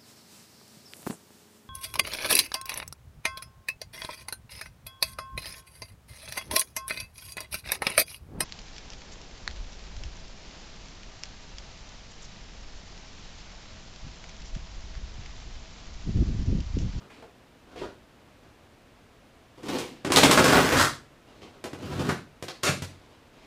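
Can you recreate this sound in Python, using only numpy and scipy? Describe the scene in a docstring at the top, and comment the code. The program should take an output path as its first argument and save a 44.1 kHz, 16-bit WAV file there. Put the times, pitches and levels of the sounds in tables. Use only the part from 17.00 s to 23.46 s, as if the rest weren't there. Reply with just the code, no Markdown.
"""Fingers rub a ribbed plastic air duct, and its hard collar knocks as it comes off a window panel.
The duct is gathered up, flexing on one hollow note, then stretched: its pleats buckle in dense
runs of snaps with a few loud pops, until the last ribs go taut. The collar then knocks and scrapes
on the panel and is shoved home. Throughout, a small, boomy room answers every sound, heard from
a few metres away over a steady hush."""
import sys
import numpy as np
from scipy import signal
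from scipy.fft import rfft, irfft
from scipy.io import wavfile
from scipy.ndimage import uniform_filter1d

SR = 44100
rng = np.random.default_rng(int(sys.argv[2]) if len(sys.argv) > 2 else 0)


def put_to_file(sound):
    """Save the sound as 16-bit audio at rate SR, in the file named by the first command-line argument."""
    columns = np.atleast_2d(sound).T  # one column per channel
    safe = np.clip(columns, -1, 1)
    whole_steps = np.round(safe * 32767)
    wavfile.write(sys.argv[1], SR, whole_steps.astype(np.int16))


N = 284886
BINS_HZ = np.fft.rfftfreq(4096, 1 / SR)


def amp(db):
    """Decibels to amplitude ratio."""
    return 10 ** (np.asarray(db) / 20)


def unit(x):
    """Normalisation to energy 1."""
    return x / np.sqrt(np.sum(x ** 2) + 1e-20)


def read(points, hz):
    """Interpolation on a logarithmic frequency axis."""
    f, value = np.transpose(points)
    return np.interp(np.log(hz + 1), np.log(f + 1), value)


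def add(mix, start_s, sound):
    """Superposition: a sound adds to the mix from its start."""
    part = mix[max(round(start_s * SR), 0):][:len(sound)]
    part += sound[:len(part)]


def click(spectrum_db):
    """Minimum phase: the sharpest causal pulse with this spectrum, energy 1."""
    log_gain = np.log(amp(np.maximum(spectrum_db, spectrum_db.max() - 100)))
    mirrored = np.r_[log_gain, log_gain[-2:0:-1]]
    response = np.exp(np.conj(signal.hilbert(mirrored)))
    return unit(irfft(response[:len(log_gain)]))


def whiten(x, width_hz):
    """Inverse filtering evens out a burst's broad spectrum and keeps its fine ripple, energy 1."""
    power = abs(rfft(x, 2 ** 16)) ** 2
    hz = np.fft.rfftfreq(2 ** 16, 1 / SR)
    smooth = uniform_filter1d(power, max(int(width_hz / hz[1]), 1))
    inverse = click(-10 * np.log10(np.interp(BINS_HZ, hz, abs(smooth)) + 1e-9))
    return unit(signal.oaconvolve(x, inverse)[:len(x)])


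def snaps(count, per_s, spread_db):
    """A Poisson train of tiny buckles of uneven size, mean power 1."""
    size = amp(spread_db * np.clip(rng.standard_normal(count), -2, 2))
    sign = rng.choice([-1, 1], count)
    occurs = rng.random(count) < per_s / SR
    return unit(size * sign * occurs) * np.sqrt(count)


def clumps(t, per_s, depth_db):
    """Random amplitude modulation: ribs stick and give in small groups."""
    knots = np.arange(t[0], t[-1] + 1, 1 / per_s)
    gain = amp(depth_db * np.interp(t, knots, rng.uniform(-0.89, 1, len(knots))))
    return unit(gain) * np.sqrt(len(t))


def stroke(rows, spectrum, attack_s, release_s, swell_db_per_s, per_s, spread_db):
    """Impulse excitation: as ribs slip and buckle, each snap shakes the body and cracks in the film."""
    split_hz, depth_db = 2000, 26
    treble_ratio = (BINS_HZ / split_hz) ** 4 + 1e-12
    spectrum_db = read(spectrum, BINS_HZ)
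    body_snap = click(spectrum_db - 10 * np.log10(1 + treble_ratio))
    film_snap = click(spectrum_db - 10 * np.log10(1 + 1 / treble_ratio))
    out = np.zeros(N)
    for start, length, body_db, film_db in rows:
        t = np.arange(0, length + release_s, 1 / SR)
        slack = np.maximum(1 - t / attack_s, 0) + np.maximum(t - length, 0) / release_s
        grip = amp(-depth_db * slack)
        train = snaps(len(t), per_s, spread_db) * clumps(t, per_s=69.5, depth_db=5) * grip
        add(out, start, signal.oaconvolve(train * amp(body_db + swell_db_per_s * t), body_snap))
        add(out, start, signal.oaconvolve(train * amp(film_db), film_snap))
    return out


def blows(rows, spectrum, bass_hz, treble_hz, ring_octaves, crack, crack_s, per_s):
    """Resonance: a chatter of ribs rings in the hollow of the duct; quick blows open with a crack."""
    out, hz, t = np.zeros(N), BINS_HZ + 1, np.arange(SR // 10) / SR
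    for start, db, bass_db, treble_db, ring_hz, ring_db, scatter_s in rows:
        age = t / scatter_s
        drive = unit(snaps(len(t), per_s, spread_db=1) * np.sqrt(age) * np.exp(-age))
        drive[0] += crack * np.exp(-scatter_s / crack_s)
        shape_db = read(spectrum, hz) + bass_db / (1 + (hz / bass_hz) ** 4)
        shape_db += treble_db / (1 + (treble_hz / hz) ** 2)
        shape_db += ring_db * np.exp(-.5 * (np.log2(hz / ring_hz) / ring_octaves) ** 2)
        blow = unit(signal.oaconvolve(whiten(drive, width_hz=284), click(shape_db)))
        add(out, start, amp(db) * np.sqrt(SR / 50) * blow)  # level counts over 1/50 s
    return out


# The room's background. Each row: frequency in Hz, relative level in dB.
HUSH_SPECTRUM = [(12, -39.5), (20, -3.5), (49, -3), (119, -1), (171, -6.5), (238, -3), (352, -6),
                 (382, -8.5), (439, -6), (478, -7.5), (686, -9), (906, -12.5), (1160, -13.5), (2840, -18.5),
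                 (15500, -39)]

def hush(level_db=-56):
    """Stationary noise, strongest in the bass, fills the room."""
    gain = amp(read(HUSH_SPECTRUM, np.fft.rfftfreq(N, 1 / SR)))
    noise = irfft(rfft(rng.standard_normal(N)) * gain, N)
    return amp(level_db) * unit(noise) * np.sqrt(N)


# Finger strokes. Each row: start and length in seconds, body and film levels in dB.
RUB_STROKES = [(0, 0.0121, -40.5, -46.5), (.09, 0.053, -52, -51.5), (.15, 0.048, -52, -56.5),
               (.66, 0.15, -52.5, -58), (.755, .05, -44, -44), (.8, 0.055, -38.5, -46),
               (1.42, 0.0336, -53.5, -60), (2.85, 0.203, -62, -59), (4.26, 0.319, -54, -58),
               (4.4, 0.04, -45, -47), (5.88, .27, -58, -60.5), (6.32, 0.13, -55.5, -57)]
# Their spectrum. Each row: frequency in Hz, relative level in dB.
RUB_SPECTRUM = [(30, -9), (60, -3), (110, -13), (200, -7), (350, -6), (800, -12.5), (1600, -9), (4000, -23),
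                (7000, -34.5), (15500, -60)]

def rubbing():
    """Light friction: fingers slip over the ribs."""
    return stroke(RUB_STROKES, RUB_SPECTRUM, attack_s=0.01476, release_s=0.089,
                  swell_db_per_s=2.5, per_s=1100, spread_db=1.5)


# Collar impacts. Each row: start in seconds, level, bass and treble in dB, ring in Hz,
# scatter time in seconds.
COLLAR_KNOCKS = [(.1, -49.5, -17, -10, 2200, .006), (.224, -43.5, -5, -15, 573, 0.0034),
                 (.759, -41, -9, -13, 500, 0.0045), (.816, -34, -12, -19, 420, 0.0068),
                 (4.64, -33, 6, 0, 306, 0.0036), (4.653, -39, 2, -9, 575, 0.0047),
                 (4.731, -34.5, 6.5, -8.5, 293, 0.0035), (5.089, -24, 12.5, -4, 1490, 0.0063),
                 (5.425, -34.5, 10.5, 3.5, 442, 0.0023), (5.482, -34, -4, -3.5, 4400, .004),
                 (5.633, -27.5, 4, 12, 1226, 0.0033), (5.692, -24.5, 9, -6, 168, 0.0022),
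                 (5.82, -32, 17, 7, 200, 0.00447)]
# Their spectrum. Each row: frequency in Hz, relative level in dB.
KNOCK_SPECTRUM = [(35, -33), (90, -9), (300, -4), (700, -6.5), (1500, -10.5), (3500, -14.5), (7000, -20),
                  (11000, -27), (15500, -38)]

def knocking(ring_db=8):
    """Impact: the hard collar strikes the panel, ringing differently at each place."""
    rows = [(*knock, ring_db, scatter_s) for *knock, scatter_s in COLLAR_KNOCKS]
    return blows(rows, KNOCK_SPECTRUM, bass_hz=190, treble_hz=2500, ring_octaves=0.4,
                 crack=2.1, crack_s=0.00067, per_s=5000)


# The squeeze. Each row: start and length in seconds, body and film levels in dB.
GATHER_STROKES = [(2.555, 0.24, -30, -36)]
# Its spectrum. Each row: frequency in Hz, relative level in dB.
GATHER_SPECTRUM = [(24, -70.5), (40, -30.5), (129, -2.5), (162, -6), (325, 3.5), (438, -5.5), (509, 0.5),
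                   (621, -22), (670, -8.5), (1220, -5.5), (3140, -17.5), (8730, -34), (15500, -43.5)]

def gathering():
    """Compression: the ribs buckle as they are pushed together."""
    return stroke(GATHER_STROKES, GATHER_SPECTRUM, attack_s=0.14, release_s=0.19,
                  swell_db_per_s=-7.5, per_s=820, spread_db=2.5)


# Flexes of the bunched duct. Each row: start in seconds, level and treble in dB.
DUCT_FLEXES = [(2.631, -40, -6.5), (2.684, -30.5, -9), (2.750, -29, -13.5), (2.784, -33, 3.5),
               (3.047, -26.5, -10.5), (3.073, -29, -15.5), (3.102, -22.5, -16)]
# Pleats flipping. Each row: start in seconds, level and treble in dB, ring in Hz,
# scatter time in seconds.
PLEAT_POPS = [(3.121, -20, 4.5, 990, 0.00135), (3.161, -14.5, 10, 3850, 0.0012),
              (3.169, -14.5, 1, 840, .0036), (3.232, -14, -6, 3270, 0.0033),
              (3.235, -12.5, -5, 296.3, 0.0045), (3.294, -17, -37, 246, 0.0045),
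              (3.311, -15.5, 5.5, 1030, 0.00376), (3.374, -14, -8.5, 1430, 0.00486),
              (3.391, -16, -18, 240, .0056), (3.442, -18, -1.5, 555, .003),
              (3.478, -17.5, -8.5, 60, 0.0101), (3.522, -16.5, -10.5, 880, 0.0074),
              (3.553, -15.5, -26, 540, 0.0055), (3.755, -20.5, -16, 1594, 0.007)]
# The spectrum of both. Each row: frequency in Hz, relative level in dB.
PLEAT_SPECTRUM = [(35, -16), (90, -5.5), (250, 3), (600, -2), (1300, -3), (2600, -5.5), (5000, -8),
                  (9000, -12.5), (12000, -22), (15500, -29)]

def pleats(hollow_hz=332, hollow_db=12.5, flex_bass_db=2, flex_scatter_s=0.005, pop_ring_db=8):
    """Snap-through buckling: the bunched duct flexes on one note; drawn out, it pops ever deeper."""
    rows = [(start, db, flex_bass_db, treble_db, hollow_hz, hollow_db, flex_scatter_s)
            for start, db, treble_db in DUCT_FLEXES]
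    for start, db, treble_db, ring_hz, scatter_s in PLEAT_POPS:
        drawn_s = start - PLEAT_POPS[0][0]
        bass_db = -10.5 + 31 * drawn_s
        rows.append((start, db, bass_db, treble_db, ring_hz, pop_ring_db, scatter_s))
    return blows(rows, PLEAT_SPECTRUM, bass_hz=178, treble_hz=2570, ring_octaves=0.21,
                 crack=2.2, crack_s=0.001058, per_s=5500)


# A hard pull, then an easier one. Each row: start and length in seconds, body and film levels in dB.
STRETCH_STROKES = [(3.115, 0.4894, -18.5, -18), (3.59, 0.18, -19.5, -21.5)]
# Their spectrum. Each row: frequency in Hz, relative level in dB.
STRETCH_SPECTRUM = [(30, -39.5), (60, -3), (105, -7.5), (140, -0.5), (250, -3), (400, -1), (590, -3),
                    (700, -7.5), (1200, -2.5), (2000, 5), (3500, -11.5), (7000, -20), (11000, -27),
                    (15500, -30.5)]

def stretching(stick_db=4, stick_s=0.025):
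    """Stick-slip: the run of snaps dips as tension builds towards each pop, then runs free."""
    t = np.arange(N) / SR
    catches = [(t < pop_s) * np.exp(-abs(pop_s - t) / stick_s) for pop_s, *_ in PLEAT_POPS]
    tension = np.max(catches, axis=0)
    pull = stroke(STRETCH_STROKES, STRETCH_SPECTRUM, attack_s=0.018, release_s=0.052,
                  swell_db_per_s=8, per_s=700, spread_db=3.5)
    return amp(-stick_db * tension) * pull


# The end of the pull. Each row: start and length in seconds, body and film levels in dB.
TAUT_STROKES = [(3.74, 0.11056, -17, -20)]
# Its spectrum. Each row: frequency in Hz, relative level in dB.
TAUT_SPECTRUM = [(40, -18), (92, -5), (140, -1), (200, -18), (290, -4.5), (400, -12.5), (850, -10.5),
                 (1250, -1), (1850, -1), (2350, -1.5), (3800, -8), (9000, -19), (15500, -32)]

def going_taut():
    """Tension snaps the last ribs open."""
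    return stroke(TAUT_STROKES, TAUT_SPECTRUM, attack_s=0.0205, release_s=0.036,
                  swell_db_per_s=0, per_s=650, spread_db=3)


# A light scrape, then a firm one. Each row: start and length in seconds, body and film levels in dB.
SCRAPE_STROKES = [(4.76, 0.15, -37.5, -43.5), (4.89, 0.216, -29.5, -36)]
# Their spectrum. Each row: frequency in Hz, relative level in dB.
SCRAPE_SPECTRUM = [(24, -54.5), (40, -16), (91, 2), (126, 1), (247, 0.5), (484, -7.5), (686, -13),
                   (758, -10.5), (1160, -14), (1280, -8.5), (2060, -7.5), (6640, -28.5), (15500, -43.5)]

def scraping():
    """Sliding friction: the collar drags along the panel in rapid slips."""
    return stroke(SCRAPE_STROKES, SCRAPE_SPECTRUM, attack_s=0.025, release_s=0.06,
                  swell_db_per_s=5, per_s=2100, spread_db=3)


# The push home. Each row: start and length in seconds, body and film levels in dB.
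SHOVE_STROKES = [(5.629, 0.056, -19, -20)]
# Its spectrum. Each row: frequency in Hz, relative level in dB.
SHOVE_SPECTRUM = [(40, -47), (90, -6.5), (140, 0.5), (200, -17), (270, -4), (430, -5.5), (600, 0.5),
                  (880, -18), (1250, 1.5), (2000, 4.5), (3500, -10), (7000, -14), (15500, -35)]

def shoving():
    """A friction transient: the duct slides home in one dense burst of slips."""
    return stroke(SHOVE_STROKES, SHOVE_SPECTRUM, attack_s=0.0058, release_s=0.025,
                  swell_db_per_s=-14.5, per_s=2500, spread_db=3)


# Reverberation times. Each row: frequency in Hz, time to fall 60 dB in seconds.
DECAY_TIMES = [(150, 0.407), (700, 0.25), (1800, 0.2776), (5000, 0.29), (9000, 0.276), (15000, 0.21)]

def reflections(t, diffuse_hz=158, build_s=0.00074, walls_s=0.015, walls_db=6.5):
    """Reverberation: early echoes from near walls thicken into a tail whose bass lasts longest."""
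    cluster = amp(walls_db * np.exp(-(t / walls_s - 1) ** 2))
    echoes = rng.standard_normal(len(t)) * (rng.random(len(t)) < .1 + 10 * t)
    onset = 1 - np.exp(-t / build_s)
    hz, when, spectra = signal.stft(echoes * onset * cluster, SR, nperseg=256)
    decay = amp(-60 * when / read(DECAY_TIMES, hz)[:, None])
    tail = signal.istft(spectra * decay, SR)[1][:len(t)]
    highpass = signal.butter(2, diffuse_hz, "high", fs=SR, output="sos")
    return signal.sosfilt(highpass, whiten(tail, width_hz=140))


# Room modes. Each row: frequency in Hz, relative energy in dB, time to fall 60 dB in seconds.
STANDING_WAVES = [(60.6, -31.5, 0.93), (92.51, -22, 0.42), (137.2, -25.5, 0.52), (176.3, -41.5, 0.4),
                  (244.2, -31.5, 0.32), (281.3, -43, 0.29), (353, -27.5, 0.24), (500, -34.5, 0.78),
                  (604, -24.5, 0.24)]

def room(x, direct_db, modes_db, places_per_s, places=5):
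    """Superposition of direct sound, standing waves and reflections that vary along the duct."""
    t = np.arange(SR // 2) / SR
    standing = sum(amp(db + modes_db) * unit(np.cos(2 * np.pi * hz * t) * amp(-60 * t / t60))
                   for hz, db, t60 in STANDING_WAVES)
    out = amp(direct_db) * x + signal.oaconvolve(x, standing)[:N]
    place = places_per_s * np.arange(N) / SR  # the buckling wanders along the ribs
    for k in range(places):
        share = np.maximum(1 - abs((place + k) % places - places / 2), 0)
        out += signal.oaconvolve(x * np.sqrt(share), reflections(t))[:N]
    return out / np.sqrt(1 + amp(direct_db) ** 2)


def scene():
    """Linear mixing: all the duct's sounds excite one room, over its hush."""
    duct = rubbing() + knocking() + gathering() + pleats()
    duct += stretching() + going_taut() + scraping() + shoving()
    return (room(duct, direct_db=-2, modes_db=-3.5, places_per_s=60) + hush())[None]


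def record(dry, ceiling=0.85, edge_hz=15550):
    """Soft saturation rounds the loudest cracks; a low-pass filter then limits the band."""
    rounded = dry / (1 + (dry / ceiling) ** 4) ** (1 / 4)
    lowpass = signal.firwin(511, edge_hz, window=("kaiser", 8), fs=SR)
    return signal.oaconvolve(rounded, lowpass[None], "same")


dry = scene()
out = record(dry)
put_to_file(out)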